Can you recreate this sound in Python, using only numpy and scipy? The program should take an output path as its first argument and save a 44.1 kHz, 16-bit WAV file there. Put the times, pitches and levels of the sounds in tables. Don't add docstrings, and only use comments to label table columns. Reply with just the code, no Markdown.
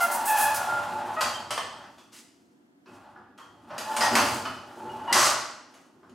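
import sys
import numpy as np
from scipy import signal
from scipy.fft import rfft, irfft, next_fast_len
from scipy.io import wavfile
from scipy.ndimage import uniform_filter1d

SR = 44100
rng = np.random.default_rng(int(sys.argv[2]) if len(sys.argv) > 2 else 0)


def elevation(decibels):
    levels = np.asarray(decibels, float)
    return 10 ** (levels / 20)


def put_to_file(sound):
    columns = np.atleast_2d(sound).T
    safe = np.clip(columns, -1, 1)
    whole_steps = np.round(safe * 32767)
    wavfile.write(sys.argv[1], SR, whole_steps.astype(np.int16))


N = 270774


def evened(x):
    return x / np.sqrt(np.mean(x ** 2) + 1e-20)


def read(points, hz):
    point_hz, value = np.transpose(points)
    return np.interp(np.log(hz + 1), np.log(point_hz + 1), value)


def follow(curve):
    s, *columns = np.transpose(curve)
    return [np.interp(np.arange(N) / SR, s, column) for column in columns]


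def add(mix, start_s, sound):
    part = mix[round(start_s * SR):][:len(sound)]
    part += sound[:len(part)]


def colour(x, db_of_hz):
    gain = elevation(db_of_hz(np.fft.rfftfreq(len(x), 1 / SR)))
    return evened(irfft(rfft(x) * gain, len(x)))


def wander(width):
    once = uniform_filter1d(rng.standard_normal(N), width)
    return evened(uniform_filter1d(once, width))


def slips(per_s, spread_db):
    clicks = (rng.random(N) < per_s / SR) * rng.standard_normal(N)
    return clicks * elevation(spread_db * np.minimum(rng.exponential(1, N), 4))


# frequency in Hz, relative level in dB.
AIR_SPECTRUM = [(18, -50), (30, -45.5), (81, -13), (295, 9), (473, -20.5), (720, -9.5), (800, -23),
                (1710, -27), (2610, -38), (3130, -35), (11400, -45.5), (14400, -38.5), (16000, -64)]
# frequency in Hz, likeness from 0 to 1.
LIKENESS = [(60, 0.99), (250, 1), (700, 0.96), (1500, 0.84), (4000, 0.87), (9000, 0.8), (15000, 0.61)]


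def air():
    level_db, side_db = -57.5, -7.5
    mid, side = rng.standard_normal((2, N))
    unlike_db = lambda hz: 10 * np.log10(1.001 - np.clip(read(LIKENESS, hz), 0, 1))
    mid = colour(mid, lambda hz: read(AIR_SPECTRUM, hz))
    side = colour(side, lambda hz: read(AIR_SPECTRUM, hz) + unlike_db(hz))
    return elevation(level_db) * (mid + elevation(side_db) * side * np.array([[1], [-1]]))


# frequency in Hz, t60 in s.
ROOM_DECAY = [(100, 0.35), (260, 0.94), (700, 0.53), (1840, 0.66), (4850, 0.72), (12800, 0.43)]


def garage(x, wet_db):
    taps = np.zeros((2, SR))
    at = np.arange(120, SR - 20, 20) + rng.integers(0, 20, (2, (SR - 121) // 20))
    np.put_along_axis(taps, at, rng.choice([-1., 1.], at.shape), 1)
    hz, t, bands = signal.stft(taps, SR, nperseg=256)
    bands = bands * elevation(-60 * t / read(ROOM_DECAY, hz)[:, None])
    mid = bands[0]
    side = bands[1] * np.sqrt(1 - np.clip(read(LIKENESS, hz), 0, 1))[:, None]
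    tail = signal.istft(np.array([mid + side, mid - side]), SR, nperseg=256)[1]
    tail *= elevation(wet_db) / np.linalg.norm(tail[0])
    tail[:, 0] += 1
    return signal.oaconvolve(x[None], tail, axes=1)[:, :N]


# frequency in Hz, level in dB, t60 in s.
STEEL_MODES = [(607, -1, 0.26), (700, -11, 0.56), (718, -11, 0.55), (796, -11.5, 0.18), (880, -25, 0.26),
               (1033, -6.5, 0.38), (1130, 0.5, 0.1), (1250, -9.5, 0.11), (1410, -7.5, 0.8),
               (1555, -13.5, 0.2), (1726, -10.5, 0.23), (1894, -6.5, 1.4), (1974, -7.5, 0.37),
               (2250, -15, 0.44), (2494, -23.5, 0.18), (2800, -19.5, 0.48), (2880, -16.5, 0.67),
               (3143, -25.5, 0.83), (4100, -23, 0.51), (4510, -31, 0.74), (4950, -14.5, 0.69),
               (5300, -31.5, .8), (6250, -12.5, 1.4), (6660, -17, 0.85), (8000, -11.5, 0.72),
               (8620, -14.5, 0.36), (9430, -14.5, 0.5), (10340, -18.5, 0.39), (10630, -12.5, .3),
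               (11350, -16.5, 0.36)]


def steel(hz, damping, shares_db=0):
    mode_hz, mode_db, t60_s = np.transpose(STEEL_MODES)[:, :, None]
    peaks = elevation(mode_db + shares_db) ** 2 / (1 + ((hz - mode_hz) * t60_s / damping) ** 2)
    return 10 * np.log10(peaks.sum(0) + 1e-12)


# start in s, level in dB, brightness in dB,
# frequency of the part struck in Hz, boost of that part in dB, rattle time constant in s.
KNOCK_ROWS = [(1.208, -21.5, 3.5, 4900, 2.5, 0.02), (1.506, -25.5, 3, 3060, 11.5, 0.017),
              (1.577, -24, -4, 3230, 1, 0.0086), (1.84, -44.5, -8, 3080, -2, 0.01),
              (1.981, -52, 3.5, 3400, 11, 0.022), (2.858, -54.5, -11, 2590, 21.5, .032),
              (3.159, -43, -47.5, 810, 19, 0.02), (3.377, -50.5, 4, 3214, 15.5, 0.028),
              (3.385, -47.5, -30, 1040, 1, 0.04), (3.702, -43.5, -14, 600, 13, 0.032),
              (3.78, -30, 6.5, 4900, 5, 0.016), (3.965, -23, 5, 8900, 13, .013),
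              (4.008, -19, 0, 5050, 7, 0.018), (4.153, -13, 1.5, 2270, 11.5, 0.0081),
              (4.163, -20.5, -9, 2660, 14, 0.018), (4.17, -27.5, -11, 4580, 16, 0.043),
              (4.345, -32, 18, 7400, -.5, 0.0037), (4.452, -28, -9.5, 2995, 10.5, 0.015),
              (4.74, -60.5, -15.5, 2640, 5, 0.011), (4.895, -53, -22.5, 2880, 27, .014),
              (4.996, -47.5, -18, 2960, 25, 0.019), (5.126, -16, 6, 5160, 3, 0.011),
              (5.15, -21.5, -16, 615, 8, 0.098), (5.738, -50, 1, 4940, -15, 0.023),
              (6.03, -53.5, -30, 1200, -4, 0.032), (6.095, -57.5, 2, 7020, 7, 0.009)]
# frequency in Hz, relative level in dB.
CLANK_SPECTRUM = [(88, -30.5), (150, -16.5), (341, -10.5), (524, -6.5), (853, -9), (1450, -6.5),
                  (2220, -12.5), (3690, -11.5), (4670, -7), (7310, -11.5), (8220, -16), (15100, -23.5),
                  (16000, -50)]


def knock(level_db, bright_db, struck_hz, struck_db, rattle_s):
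    ring_db = -37.5
    t = np.arange(SR) / SR
    thud_db = -8 - 0.49 * bright_db
    balance = lambda hz: read([(1700, thud_db), (2600, 0.0035), (5500, 0.0097), (8000, bright_db)], hz)
    struck = lambda hz: struck_db / (1 + ((hz - struck_hz) / (.035 * struck_hz)) ** 2)
    shares_db, phase = rng.standard_normal((len(STEEL_MODES), 2)).T[:, :, None] * 4.46
    resonance = lambda hz: 10 * np.log10(1 + 81.0 * elevation(steel(hz, 16.5, shares_db)) ** 2)
    tone = lambda hz: read(CLANK_SPECTRUM, hz) + balance(hz) + struck(hz) + resonance(hz)
    burst = colour(rng.standard_normal(len(t)), tone) * np.exp(-t / np.clip(rattle_s, .001, .2))

    mode_hz, mode_db, t60_s = np.transpose(STEEL_MODES)[:, :, None]
    free = mode_hz > 2400
    decay = elevation(mode_db + shares_db + balance(mode_hz) - 60 * t / t60_s)
    modes = free * decay * np.sin(2 * np.pi * mode_hz * t + phase)
    attack = np.minimum(t / (.05 * rattle_s), 1)
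    return elevation(level_db) * (burst + elevation(ring_db) * modes.sum(0)) * attack


# start in s, end in s, slip rate in Hz,
# level of partial 1 in dB, level of partial 2 in dB.
SQUEAL_ROWS = [(0, 0.066, 700, -26, -22), (0.108, 0.265, 895, -29, -52), (.26, 0.402, 858.5, -23, -32.5),
               (.37, 0.536, 847, -22.5, -31.5), (0.537, 0.635, 710.4, -46, -32.5),
               (0.601, 0.724, 723.5, -30, -57), (0.671, 0.809, 696.7, -44, -28.5),
               (.56, 1.167, 855, -33, -66), (0.837, 0.986, 703, -51, -41), (1.166, 1.209, 640, -29, -25.5),
               (1.337, 1.381, 3140, -40.5, -68), (1.577, 1.625, 3106, -46.5, -68),
               (3.701, 3.77, 623, -38, -51.5), (3.84, 4.096, 880, -31, -50.5), (4.01, 4.085, 940, -51, -30),
               (4.762, 5.09, 884.5, -40, -75), (5.074, 5.132, 944, -26, -44),
               (5.074, 5.128, 2894, -40, -65.5)]


def squeal(start_s, end_s, slip_hz, first_db, second_db):
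    sag_hz_per_s = 22
    waver_hz = 14 / 1.5 if second_db > first_db else 28
    count = round((end_s - start_s) * SR)
    hz = slip_hz - sag_hz_per_s * np.arange(count) / SR + waver_hz * wander(200)[:count]
    turns = np.cumsum(hz) / SR
    weaker_db = min(first_db, second_db)
    partials_db = [first_db, second_db, weaker_db - 9, weaker_db - 17]
    stack = sum(elevation(db) * np.sin(2 * np.pi * (k + 1) * turns) for k, db in enumerate(partials_db))
    return stack * elevation(0.53 * wander(250)[:count]) * signal.windows.tukey(count, .35)


# start in s, rise in s, end in s, level in dB,
# tilt in dB per octave above 6 kHz (below, the level falls as steeply towards the bass).
SKID_ROWS = [(0, 0.024, .07, -27.5, 15), (0.108, 0.011, .18, -28, 12.5), (.248, 0.012, .35, -25.5, 14),
             (.36, .026, .485, -24, 14), (.541, 0.0045, .59, -29, 8.5), (2.117, 0.015, 2.23, -49.5, -3),
             (2.9, .044, 3, -64.5, -3), (4.021, 0.019, 4.09, -31.5, -3.5), (4.162, .0089, 4.26, -38.5, -3),
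             (5.127, 0.0015, 5.35, -23.5, -7)]
# frequency in Hz, relative level in dB.
SCRAPE_SPECTRUM = [(1650, -16), (2800, -7), (3310, -9), (3830, -6.5), (4210, -3), (4630, -5.5),
                   (4980, -4.5), (6190, -4), (7010, -3.5), (10900, -7), (16000, -16)]


def skid(start_s, rise_s, end_s, level_db, tilt_db):
    fall_share = 0.38
    t = np.arange(round((end_s - start_s) * SR)) / SR
    shares_db = 2.4 * rng.standard_normal((len(STEEL_MODES), 1))
    tilt = lambda hz: np.where(hz > 6000, tilt_db, abs(tilt_db)) * np.log2(hz / 6000 + 0.083)
    resonance = lambda hz: 10 * np.log10(1 + 60. * elevation(steel(hz, 23.0, shares_db)) ** 2)
    tone = lambda hz: read(SCRAPE_SPECTRUM, hz) + tilt(hz) + resonance(hz)
    rasp = colour(slips(12000, 0.73)[:len(t)], tone)
    rise = np.minimum(t / max(rise_s, .001), 1)
    fall = np.minimum((t[-1] - t) / (fall_share * t[-1]), 1)
    return elevation(level_db) * rasp * rise * fall


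# time in s, level of roller grind in dB, level of scrape in dB.
MOTION_CURVE = [(0, -30.5, -35), (.08, -32.5, -44), (.22, -34, -46), (.41, -30, -38), (.52, -33, -43),
                (.78, -34, -48), (1.05, -38.5, -54.5), (1.24, -34, -51), (1.43, -43.5, -63),
                (1.6, -56, -74), (1.78, -46.5, -67), (2.02, -63, -73), (2.37, -77, -76), (2.84, -78.5, -88),
                (2.88, -53, -71), (3.04, -52.5, -75), (3.14, -58.5, -77), (3.36, -68, -85.5),
                (3.66, -57.5, -73), (3.71, -42.5, -66.5), (3.93, -37.5, -45.5), (4.05, -25, -42.5),
                (4.14, -29.5, -42), (4.17, -22.5, -31), (4.4, -39, -48.5), (4.58, -50, -66.5),
                (4.86, -46, -60), (5.06, -44, -63), (5.13, -27, -51), (5.26, -30.5, -40.5),
                (5.4, -46.5, -59), (5.5, -53, -86), (5.66, -60, -80), (5.78, -63, -70.5), (5.92, -66, -78)]
# time in s, level of panel boom in dB, level of whole-door flex in dB.
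SHAKE_CURVE = [(0, -46, -59.5), (.77, -45.5, -43), (1.15, -46.5, -53.5), (1.25, -48.5, -48),
               (1.6, -53, -50), (2.02, -60, -66), (2.84, -68, -82), (2.89, -46.5, -57), (3.1, -70, -62),
               (3.17, -49, -59), (3.4, -63, -65), (3.65, -57.5, -58), (3.72, -49, -48), (3.93, -44.5, -55),
               (4.07, -38, -40), (4.17, -28, -35.5), (4.27, -35.5, -40.5), (4.55, -47, -46.5),
               (4.75, -51.5, -57), (4.87, -37.5, -47), (5.06, -48, -53.5), (5.17, -29.5, -40),
               (5.27, -47, -41.5), (5.45, -61, -65), (5.88, -60, -76), (6.09, -56, -54.5)]
# frequency in Hz, relative level in dB.
GRIND_SPECTRUM = [(180, -51.5), (300, -36), (366, -19), (522, -9), (876, 3.5), (1150, -13.5), (1420, -5),
                  (2170, -20.5), (2680, -18), (5000, -25), (6500, -69), (11000, -120)]
BOOM_SPECTRUM = [(110, -47.5), (180, -10.5), (237, 4.5), (280, -0.5), (381, 1), (440, -12), (480, -3.5),
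                 (620, -28.5), (1060, -120)]
FLEX_SPECTRUM = [(18, -53.5), (30, -25), (70, -9), (89, -3.5), (102, 0), (116, 0), (146, -3.5), (180, -2.5),
                 (230, -28.5), (400, -120)]


def rolling():
    grind_db, scrape_db = follow(MOTION_CURVE)
    boom_db, flex_db = follow(SHAKE_CURVE)
    resonance = lambda hz: 10 * np.log10(1 + 14. * elevation(steel(hz, damping=6.5)) ** 2)
    grind = colour(slips(5000, 0.96), lambda hz: read(GRIND_SPECTRUM, hz) + resonance(hz))
    boom = colour(rng.standard_normal(N), lambda hz: read(BOOM_SPECTRUM, hz))
    flex = colour(rng.standard_normal(N), lambda hz: read(FLEX_SPECTRUM, hz))
    scrape = colour(slips(9000, 0.6), lambda hz: read(SCRAPE_SPECTRUM, hz))
    grind *= elevation(grind_db + 0.8 * wander(900))
    boom *= elevation(boom_db + 2.6 * wander(1500))
    flex *= elevation(flex_db + 1.5 * wander(2500))
    scrape *= elevation(scrape_db + 2.0 * wander(700))
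    return grind + boom + flex + scrape


def scene():
    places, rollers = np.zeros((3, N)), rolling()
    for k, (start_s, *row) in enumerate(KNOCK_ROWS):
        add(places[k % 3], start_s, knock(*row))
    for row in SKID_ROWS:
        add(rollers, row[0], skid(*row))
    for row in SQUEAL_ROWS:
        add(rollers, row[0], squeal(*row))
    knocks = sum(garage(x, wet_db=3.5) for x in places)
    return knocks + garage(rollers, wet_db=-2.5) + air()


def roll_off(x):
    return signal.sosfilt(signal.butter(12, 16120, fs=SR, output="sos"), x)


# frequency in Hz, gain in dB.
MIC_RESPONSE = [(20, -22.5), (55, -6), (90, -9.5), (3200, 2.5), (3800, -2), (4500, -1), (15900, -4),
                (16250, -60)]


def record(dry):
    size = next_fast_len(N + SR)
    gain = elevation(read(MIC_RESPONSE, np.fft.rfftfreq(size, 1 / SR)))
    heard = irfft(rfft(dry, size) * gain, size)[:, :N]
    return roll_off(heard)


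dry = scene()
out = record(dry)
put_to_file(out)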